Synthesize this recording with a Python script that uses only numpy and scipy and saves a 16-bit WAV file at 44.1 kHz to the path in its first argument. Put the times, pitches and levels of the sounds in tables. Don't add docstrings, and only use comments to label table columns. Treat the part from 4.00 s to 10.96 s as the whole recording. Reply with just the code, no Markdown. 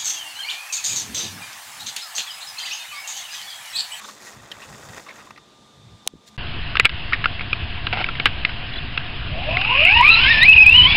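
import sys
import numpy as np
from scipy import signal
from scipy.io import wavfile
from scipy.ndimage import uniform_filter1d

SR = 44100
rng = np.random.default_rng(int(sys.argv[2]) if len(sys.argv) > 2 else 0)


def persist_wave(psi):
    counts = np.round(np.clip(psi, -1, 1) * 32767).astype(np.int16)
    wavfile.write(sys.argv[1], SR, np.atleast_2d(counts).T)


def field_ratio(decibels):
    return 10 ** (np.asarray(decibels, dtype=float) / 20)


N = 306936
CUT_S = 2.378

# [pitch_hz, level_db per Hz]
FLOOR_COLOUR = [(130, -15), (250, 1.5), (500, -3), (900, -3.5), (1600, -11.5), (2700, -13.5), (4500, -12.5),
                (7500, -16.5), (9500, -25.5), (15500, -43.5), (16500, -70.5)]
GRASS_COLOUR = [(200, -2), (300, -2), (600, 2), (1100, 0), (1600, 7), (2400, -2), (3100, -6.5), (4000, -2),
                (5500, -10), (7000, -8.5), (9000, -19.5), (12000, -25.5), (15500, -26), (16500, -61.5)]
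HISS_COLOUR = [(120, -41.5), (200, 1.5), (296, -7.5), (326, -5.5), (445, -8.5), (584, -11), (706, -1),
               (766, -9.5), (890, -7), (1010, -5), (1370, -6.5), (1550, -3), (2180, -5.5), (2860, 1.5),
               (5120, -20), (6660, -63.5), (11300, -120)]
WIND_COLOUR = [(8.8, -29), (15, 8.5), (59, -8), (97, -7.5), (130, -11), (183, -30.5), (228, -19),
               (400, -36), (520, -67.5), (880, -120)]
BREEZE_COLOUR = [(30, -25.5), (60, -2), (120, 13), (250, -6), (400, -28.5)]

# [centre_s, level_db, length_s]
BREEZE_PUFFS = [(.4, -53, 0.052), (.56, -57, .04), (.73, -49, 0.066), (.93, -51, 0.071), (1.23, -65, 0.13),
                (1.89, -47, 0.082), (2.16, -52, 0.047)]
WIND_GUSTS = [(2.85, -31.5, 0.05), (3.65, -32, 0.025), (5.35, -31, 0.071), (5.52, -31, .06),
              (5.98, -31, 0.025), (6.27, -32.5, 0.031), (6.45, -33.5, 0.021), (6.8, -29.5, .08)]
# [centre_s, level_db, length_s]
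RUSTLE = (2.28, -46.5, 0.014)
# [centre_s, level_db, length_s]
SERVO_WHIRRS = [(0, -42, .008), (.02, -41, .009), (.047, -36, 0.011), (.092, -36, 0.0084)]

# [pitch_hz, rms_db, width_hz]
FAR_MACHINE = [(715, -52, 20), (95, -42, 18)]
# [pitch_hz, rms_db, width_hz]
IDLE_BANDS = [(210.7, -61.5, 6.5), (1170, -77, 78), (3590, -61, 450)]
# [pitch_hz, rms_db]
SWITCHING_TONES = [(1200, -63.5), (3601, -65.5)]

# [pitch_hz, width_hz, gain_db]
SERVO_MODES = [(1150, 180, 2), (3610, 250, -3.5), (6100, 500, -10.5)]
CHASSIS_MODES = [(1055, 130, 0), (1600, 180, -7), (1870, 150, 3), (2716, 310, -3), (3620, 570, -10.5),
                 (6030, 1300, -18)]
SHELL_MODES = [(400, 390, -7), (710, 320, -9.5), (1350, 270, 1.5), (1600, 72, 5.5), (2080, 570, 3),
               (2910, 1300, 4), (3306, 200, 4)]
BODY_MODES = [(620, 64, -20), (1027, 130, 1.5), (1830, 67, -13), (2557, 270, 15), (3140, 100, 0),
              (2970, 340, -9.5), (4160, 63, 0.5), (5640, 250, -37.5)]

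# [start_s, length_s, from_hz, to_hz, level_db]
BIRD_NOTES = [(4.733, .014, 3500, 3300, -31), (4.731, .014, 4100, 3900, -33),
              (4.754, .016, 3200, 3600, -28), (4.764, .018, 3800, 4200, -29),
              (4.777, .018, 3450, 3520, -25)]
# [start_s, level_db, pitch_hz]
FINGER_THUMPS = [(2.066, -28.5, 490), (2.136, -27, 290), (2.153, -32, 220)]
# [from_s, to_s, level_db]
SCRAPE = (3.925, 4.03, -24.5)

# [start_s, peak_db, ring_hz, t60_s]
CAMERA_BUTTON = [(2.0645, -34.5, 4970, 0.01), (2.0748, -1.5, 4360, 0.0058)]
REMOTE_CLICKS = [(2.754, -6, 1350, 0.018), (2.769, -3.5, 1610, 0.014), (2.797, 8.5, 2010, 0.026),
                 (2.847, -5.5, 2183, 0.029), (2.853, 14.5, 2255, 0.036), (2.893, -7, 2680, 0.036),
                 (3.123, -11.5, 1350, 0.021), (3.131, -3, 1810, 0.045), (3.143, -12, 1600, 0.049),
                 (3.241, -7.5, 1680, 0.032), (3.256, -0.5, 1404, 0.015), (3.394, -15, 2170, 0.014),
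                 (3.408, -14.5, 1620, 0.047), (3.529, -5, 2470, 0.02), (3.868, -8, 2480, 0.021),
                 (3.927, -9.5, 735, 0.039), (4.042, -7.5, 2174, 0.01), (4.063, -17, 2640, 0.016),
                 (4.087, -12, 1310, 0.032), (4.152, -19.5, 2300, 0.033), (4.198, -7.5, 2220, 0.017),
                 (4.256, 2.5, 1600, 0.046), (4.449, -2.5, 2080, 0.016), (4.492, -17.5, 1530, 0.034),
                 (4.975, -6, 2630, 0.02), (5.569, -3.5, 2150, 0.028), (5.613, -12, 2900, 0.01),
                 (5.648, -10, 2460, 0.01)]
CHASSIS_TICKS = [(0.268, -38, 970, 0.04), (0.5153, -22, 2960, 0.04), (0.568, -35, 1130, 0.027),
                 (0.619, -31, 2660, 0.16), (0.9798, -28, 2100, 0.025), (1.0638, -33, 1150, 0.11),
                 (1.0849, -31.5, 2100, 0.12), (1.1069, -33.5, 2150, 0.036), (1.1856, -35, 1200, 0.21),
                 (1.2708, -36, 1100, 0.027), (1.3065, -28, 1220, 0.021), (1.3758, -34.5, 1200, 0.04),
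                 (1.3604, -38, 1900, 0.03)]

# [time_s, swish_db, treble_db]
ROLL = [(0, -57.5, -45.5), (.09, -45, -41.5), (.18, -50, -49.5), (.26, -41.5, -40), (.39, -49, -51.5),
        (.56, -45.5, -50), (.65, -43, -46), (.88, -43.5, -45.5), (.99, -39.5, -43), (1.04, -52.5, -50),
        (1.09, -42.5, -53), (1.17, -46.5, -49.5), (1.31, -53, -57), (1.4, -65, -78.5), (1.6, -75, -77)]
# [time_s, mesh_hz, load_db]
DRIVE = [(5.29, 191.8, -26), (5.33, 202.9, -24.5), (5.43, 248.8, -23.5), (5.49, 316.4, -22),
         (5.57, 363, -20.5), (5.63, 389.4, -23), (5.75, 538, -16.5), (5.855, 665, -21.5),
         (5.875, 720.2, -19.5), (5.96, 919, -16.5), (6.01, 967.7, -14.5), (6.05, 1154, -13),
         (6.1, 1305, -13.5), (6.18, 1336, -19), (6.21, 1470, -18.5), (6.26, 1584, -12), (6.31, 1830, -9.5),
         (6.35, 1771, -15), (6.4, 1772, -13), (6.43, 1930, -10.5), (6.47, 2480, -15), (6.5, 2579, -8.5),
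         (6.6, 2483, -9.5), (6.63, 2535, -9), (6.656, 2340, -24), (6.67, 2498, -3.5), (6.71, 2658, -14),
         (6.77, 2995, -7.5), (6.82, 2997, -9), (6.865, 3080, -10.5), (6.878, 3340, -9.5),
         (6.92, 3430, -7.5), (6.96, 3544, -28)]
# [time_s, double_db, triple_db]
OVERTONES = [(5.3, -20, -0.5), (5.45, -8, -7.5), (5.49, 1.5, -16), (5.6, -2, -10), (5.72, -4.5, -14),
             (5.85, -12, -15), (5.88, -5, 3), (5.99, -7.5, -6), (6.04, -1, -24), (6.12, -3, -4),
             (6.19, -4, -6), (6.26, 1, -18), (6.29, -11.5, -7), (6.32, -2.5, -2), (6.37, -15, -3.5),
             (6.43, -0.5, -24.5), (6.48, -22.5, -40.5), (6.66, -11.5, -41.5), (6.72, -32.5, -42)]
# [multiple of the mesh, level_db]
WEAK_ORDERS = [(1 / 3, -31.5), (2 / 3, -33.5), (4 / 3, -35), (7 / 3, -35.5)]
# [pitch_hz, gain_db]
RADIATION = [(400, -40), (500, -25.5), (620, -6.5), (760, -8.5), (870, -12), (980, 2), (1080, -4.5),
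             (1200, -10), (1500, -10), (1800, -7), (2150, 1), (2600, 5.5), (3050, -0.5), (3300, -10),
             (3600, -11), (3950, -1.5), (4300, -11.5), (4800, -17.5), (5250, -14.5), (7000, -69)]
# [time_s, tyre and gear rush_db, gear rasp_db]
RUSH = [(5.28, -47, -54), (5.5, -31.5, -30), (5.75, -28.5, -15), (5.87, -24.5, -13), (5.96, -20, -26),
        (6.3, -17, -29), (6.47, -19, -33), (6.52, -19, -37.5), (6.64, -29, -31), (6.68, -21.5, -29),
        (6.85, -22.5, -34.5), (6.95, -18.5, -31)]
# [centre_s, share of the speed added]
WHEEL_SPINS = [(6.534, .16), (6.558, .16), (6.575, .1)]


def evened(x):
    return x / np.sqrt(np.mean(x ** 2) + 1e-20)


def curves(rows):
    s, *columns = np.transpose(rows)
    return [np.interp(np.arange(N) / SR, s, column) for column in columns]


def wander(per_s):
    lowpass = signal.butter(2, per_s, fs=SR, output="sos")
    return evened(signal.sosfiltfilt(lowpass, rng.standard_normal(N)))


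def noise(colour, patchy_db):
    hz, db = np.transpose(colour)
    bins = np.fft.rfftfreq(1024, 1 / SR)
    real, imaginary, patches = rng.standard_normal((N // 256 + 5, 513, 3)).T
    patches = uniform_filter1d(patches, size=12, axis=0)
    patches = evened(uniform_filter1d(patches, size=8, axis=1))
    colour_db = np.interp(np.log(bins + 1), np.log(hz + 1), db, -120, -120)
    spectrum = (real + 1j * imaginary) * field_ratio(colour_db[:, None] + patchy_db * patches)
    return evened(signal.istft(spectrum, nperseg=1024, noverlap=768)[1][:N])


def resonate(x, hz, width):
    return signal.lfilter(*signal.iirpeak(hz, hz / width, SR), x)


def through(x, modes):
    return sum((-1) ** k * field_ratio(db) * resonate(x, hz, width) for k, (hz, width, db) in enumerate(modes))


def bands(rows):
    return sum(field_ratio(db) * evened(resonate(rng.standard_normal(N), hz, width)) for hz, db, width in rows)


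def gusts(rows, calm_db):
    t = np.arange(N) / SR
    return field_ratio(calm_db) + sum(field_ratio(db) * np.exp(-((t - s) / length) ** 2) for s, db, length in rows)


def knocks(rows, modes, shell, own_width):
    out, t = np.zeros(N + 4000), np.arange(4000) / SR
    for (s, db, hz, t60), chance in zip(rows, rng.standard_normal((len(rows), 4000))):
        attack = np.minimum(t / 0.00055, 1)
        puff = chance * field_ratio(-60 * t / max(t60, .001)) * attack
        ring = resonate(puff, hz, own_width * hz) + shell * through(puff, modes)
        out[round(s * SR):][:4000] += field_ratio(db) * ring / abs(ring).max()
    return out[:N]


def limiter(x, ceiling, recover_db_per_s):
    fall = np.arange(N) * recover_db_per_s / SR
    over_db = 20 * np.log10(abs(x) / ceiling + 1e-9)
    held_db = np.maximum(np.maximum.accumulate(over_db + fall) - fall, 0)
    return x / field_ratio(uniform_filter1d(held_db, size=88, origin=43))


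def quiet_floor():
    return field_ratio(-55) * noise(FLOOR_COLOUR, patchy_db=1)


def camera_hiss():
    return field_ratio(-33) * noise(HISS_COLOUR, patchy_db=1.5)


def breeze():
    gain = gusts(BREEZE_PUFFS, calm_db=-65) * field_ratio(1.6 * wander(25))
    return gain * noise(BREEZE_COLOUR, patchy_db=2.0)


def wind():
    steady_db, rise_s, rise_db_per_s = -31.5, 5.62, 5
    calm_db = steady_db + rise_db_per_s * np.maximum(np.arange(N) / SR - rise_s, 0)
    return gusts(WIND_GUSTS, calm_db) * field_ratio(0.33 * wander(7.3)) * noise(WIND_COLOUR, patchy_db=0.5)


def electronics():
    t = np.arange(N) / SR
    tones = sum(np.sqrt(2) * field_ratio(db) * np.sin(2 * np.pi * hz * t) for hz, db in SWITCHING_TONES)
    return bands(IDLE_BANDS) + tones


def bird():
    out = np.zeros(N)
    for s, length, from_hz, to_hz, db in BIRD_NOTES:
        hz = np.linspace(from_hz, to_hz, round(length * SR))
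        whistle = np.hanning(len(hz)) * np.sin(2 * np.pi * np.cumsum(hz) / SR)
        out[round(s * SR):][:len(hz)] += field_ratio(db) * whistle
    return out


def finger_thumps():
    out = np.zeros(N)
    for s, db, hz in FINGER_THUMPS:
        cycle = np.arange(0, 1.5, hz / SR)
        push = np.hanning(len(cycle)) * np.cos(2 * np.pi * (cycle - .75))
        out[round(s * SR):][:len(cycle)] += field_ratio(db) * push
    return out


def camera_button():
    return knocks(CAMERA_BUTTON, CHASSIS_MODES, shell=0.33, own_width=0.87)


def trigger_scrape():
    t = np.arange(N) / SR
    from_s, to_s, level_db = SCRAPE
    slips = rng.standard_normal(N) * (rng.random(N) < 2500 / SR)
    fade = np.clip(np.minimum(t - from_s, to_s - t) / .008, 0, 1)
    ringing = evened(through(slips, SHELL_MODES) + 2.7 * resonate(slips, hz=740, width=200))
    return field_ratio(level_db + 2.5 * wander(60)) * fade * ringing


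def remote_clicks():
    return knocks(REMOTE_CLICKS, SHELL_MODES, shell=0.24, own_width=0.085)


def steering_servo():
    whirr = evened(through(rng.standard_normal(N), SERVO_MODES))
    return gusts(SERVO_WHIRRS, calm_db=-120) * whirr


def chassis_ticks():
    return knocks(CHASSIS_TICKS, CHASSIS_MODES, shell=0.36, own_width=0.1)


def chassis_rattle():
    taps = rng.uniform(-1, 1, N) * (rng.random(N) < 100 / SR)
    puff = rng.standard_normal(600) * field_ratio(-60 * np.arange(600) / SR / .03)
    return evened(through(signal.oaconvolve(taps, puff)[:N], CHASSIS_MODES))


def grass():
    blades = noise(GRASS_COLOUR, patchy_db=1) * field_ratio(2.5 * wander(300))
    blades = blades + 0.17 * evened(through(blades, CHASSIS_MODES))

    def band(edge_hz, kind):
        return evened(signal.sosfilt(signal.butter(2, edge_hz, kind, fs=SR, output="sos"), blades))

    low, middle, high = band(2100, "low"), band((2100, 4300), "band"), band(4300, "high")
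    swish_db, treble_db = curves(ROLL)
    middle_gain = field_ratio(-4 + 1 * wander(6.1))
    rolling = field_ratio(swish_db) * (low + middle_gain * middle + field_ratio(-8) * chassis_rattle())
    rustle = gusts([RUSTLE], calm_db=-120) * high
    return rolling + field_ratio(treble_db) * high + rustle


def gear_mesh(hz, load_db, turns):
    speed = np.clip(hz / 900, .55, 1)
    tone = 0
    smears = [(70, .42), (120, .7), (160, .85)]
    for k, (order_db, (per_s, depth)) in enumerate(zip([0, *curves(OVERTONES)], smears), start=1):
        radiated_db = np.interp(k * hz, *np.transpose(RADIATION))
        line_db = load_db + order_db + 3.47 * wander(16.5) + radiated_db
        shake = 1 + depth * speed * (wander(per_s) + 1j * wander(per_s))
        tone = tone + field_ratio(line_db) * (shake * np.exp(2j * np.pi * k * turns)).real
    return 1.425 * tone


def weak_orders(hz, rush_db, turns):
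    orders = sum(field_ratio(db + 6.34 * wander(22)) * np.sin(2 * np.pi * k * turns) for k, db in WEAK_ORDERS)
    swell = np.clip(hz / 2400, 0, 1) * field_ratio(0.096 * (rush_db + 33.0))
    return through(orders, BODY_MODES) * swell


def gear_rasp(rasp_db):
    teeth = rng.standard_normal(N) * field_ratio(2.5 * wander(120))
    modes = resonate(teeth, hz=2520, width=260) - resonate(teeth, hz=2850, width=220)
    return field_ratio(rasp_db) * evened(modes)


def motor():
    (hz, load_db), (rush_db, rasp_db) = curves(DRIVE), curves(RUSH)
    t = np.arange(N) / SR
    start = np.clip((t - DRIVE[0][0]) / 0.036, 0, 1)
    spin = sum(share * np.exp(-((t - s) / 0.0047) ** 2) for s, share in WHEEL_SPINS)
    turns = np.cumsum(hz * (1 + spin + .016 * wander(50))) / SR
    gears = gear_mesh(hz, load_db, turns) + weak_orders(hz, rush_db, turns) + gear_rasp(rasp_db)
    rush = evened(through(rng.standard_normal(N), BODY_MODES)) * field_ratio(rush_db + 2.0 * wander(50))
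    tyres = field_ratio(rush_db - 11.5) * noise(HISS_COLOUR, patchy_db=2.0)
    return start * (gears + rush + tyres)


def first_shot():
    background = quiet_floor() + breeze() + electronics()
    handling = finger_thumps() + camera_button()
    truck = steering_servo() + chassis_ticks() + grass()
    return limiter(background + handling + truck, ceiling=0.39, recover_db_per_s=28)


def second_shot():
    background = camera_hiss() + wind() + bands(FAR_MACHINE) + bird()
    remote = trigger_scrape() + remote_clicks()
    limited = limiter(background + remote + motor(), ceiling=0.92, recover_db_per_s=202.5)
    loud = np.clip(limited, -1.1, 1.1)
    return signal.sosfilt(signal.ellip(9, .5, 90, 5220, fs=SR, output="sos"), loud)


def scene():
    t = np.arange(N) / SR
    fade_out = np.clip((CUT_S - .008 - t) / .004, 0, 1)
    second = second_shot() - .024
    return (fade_out * first_shot() + (t > CUT_S) * second)[None]


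def low_pass(x):
    return signal.sosfilt(signal.butter(12, 16000, fs=SR, output="sos"), x)


def record(dry):
    mix = np.clip(dry, -.99, .99)
    return low_pass(mix)


dry = scene()
out = record(dry)
persist_wave(out)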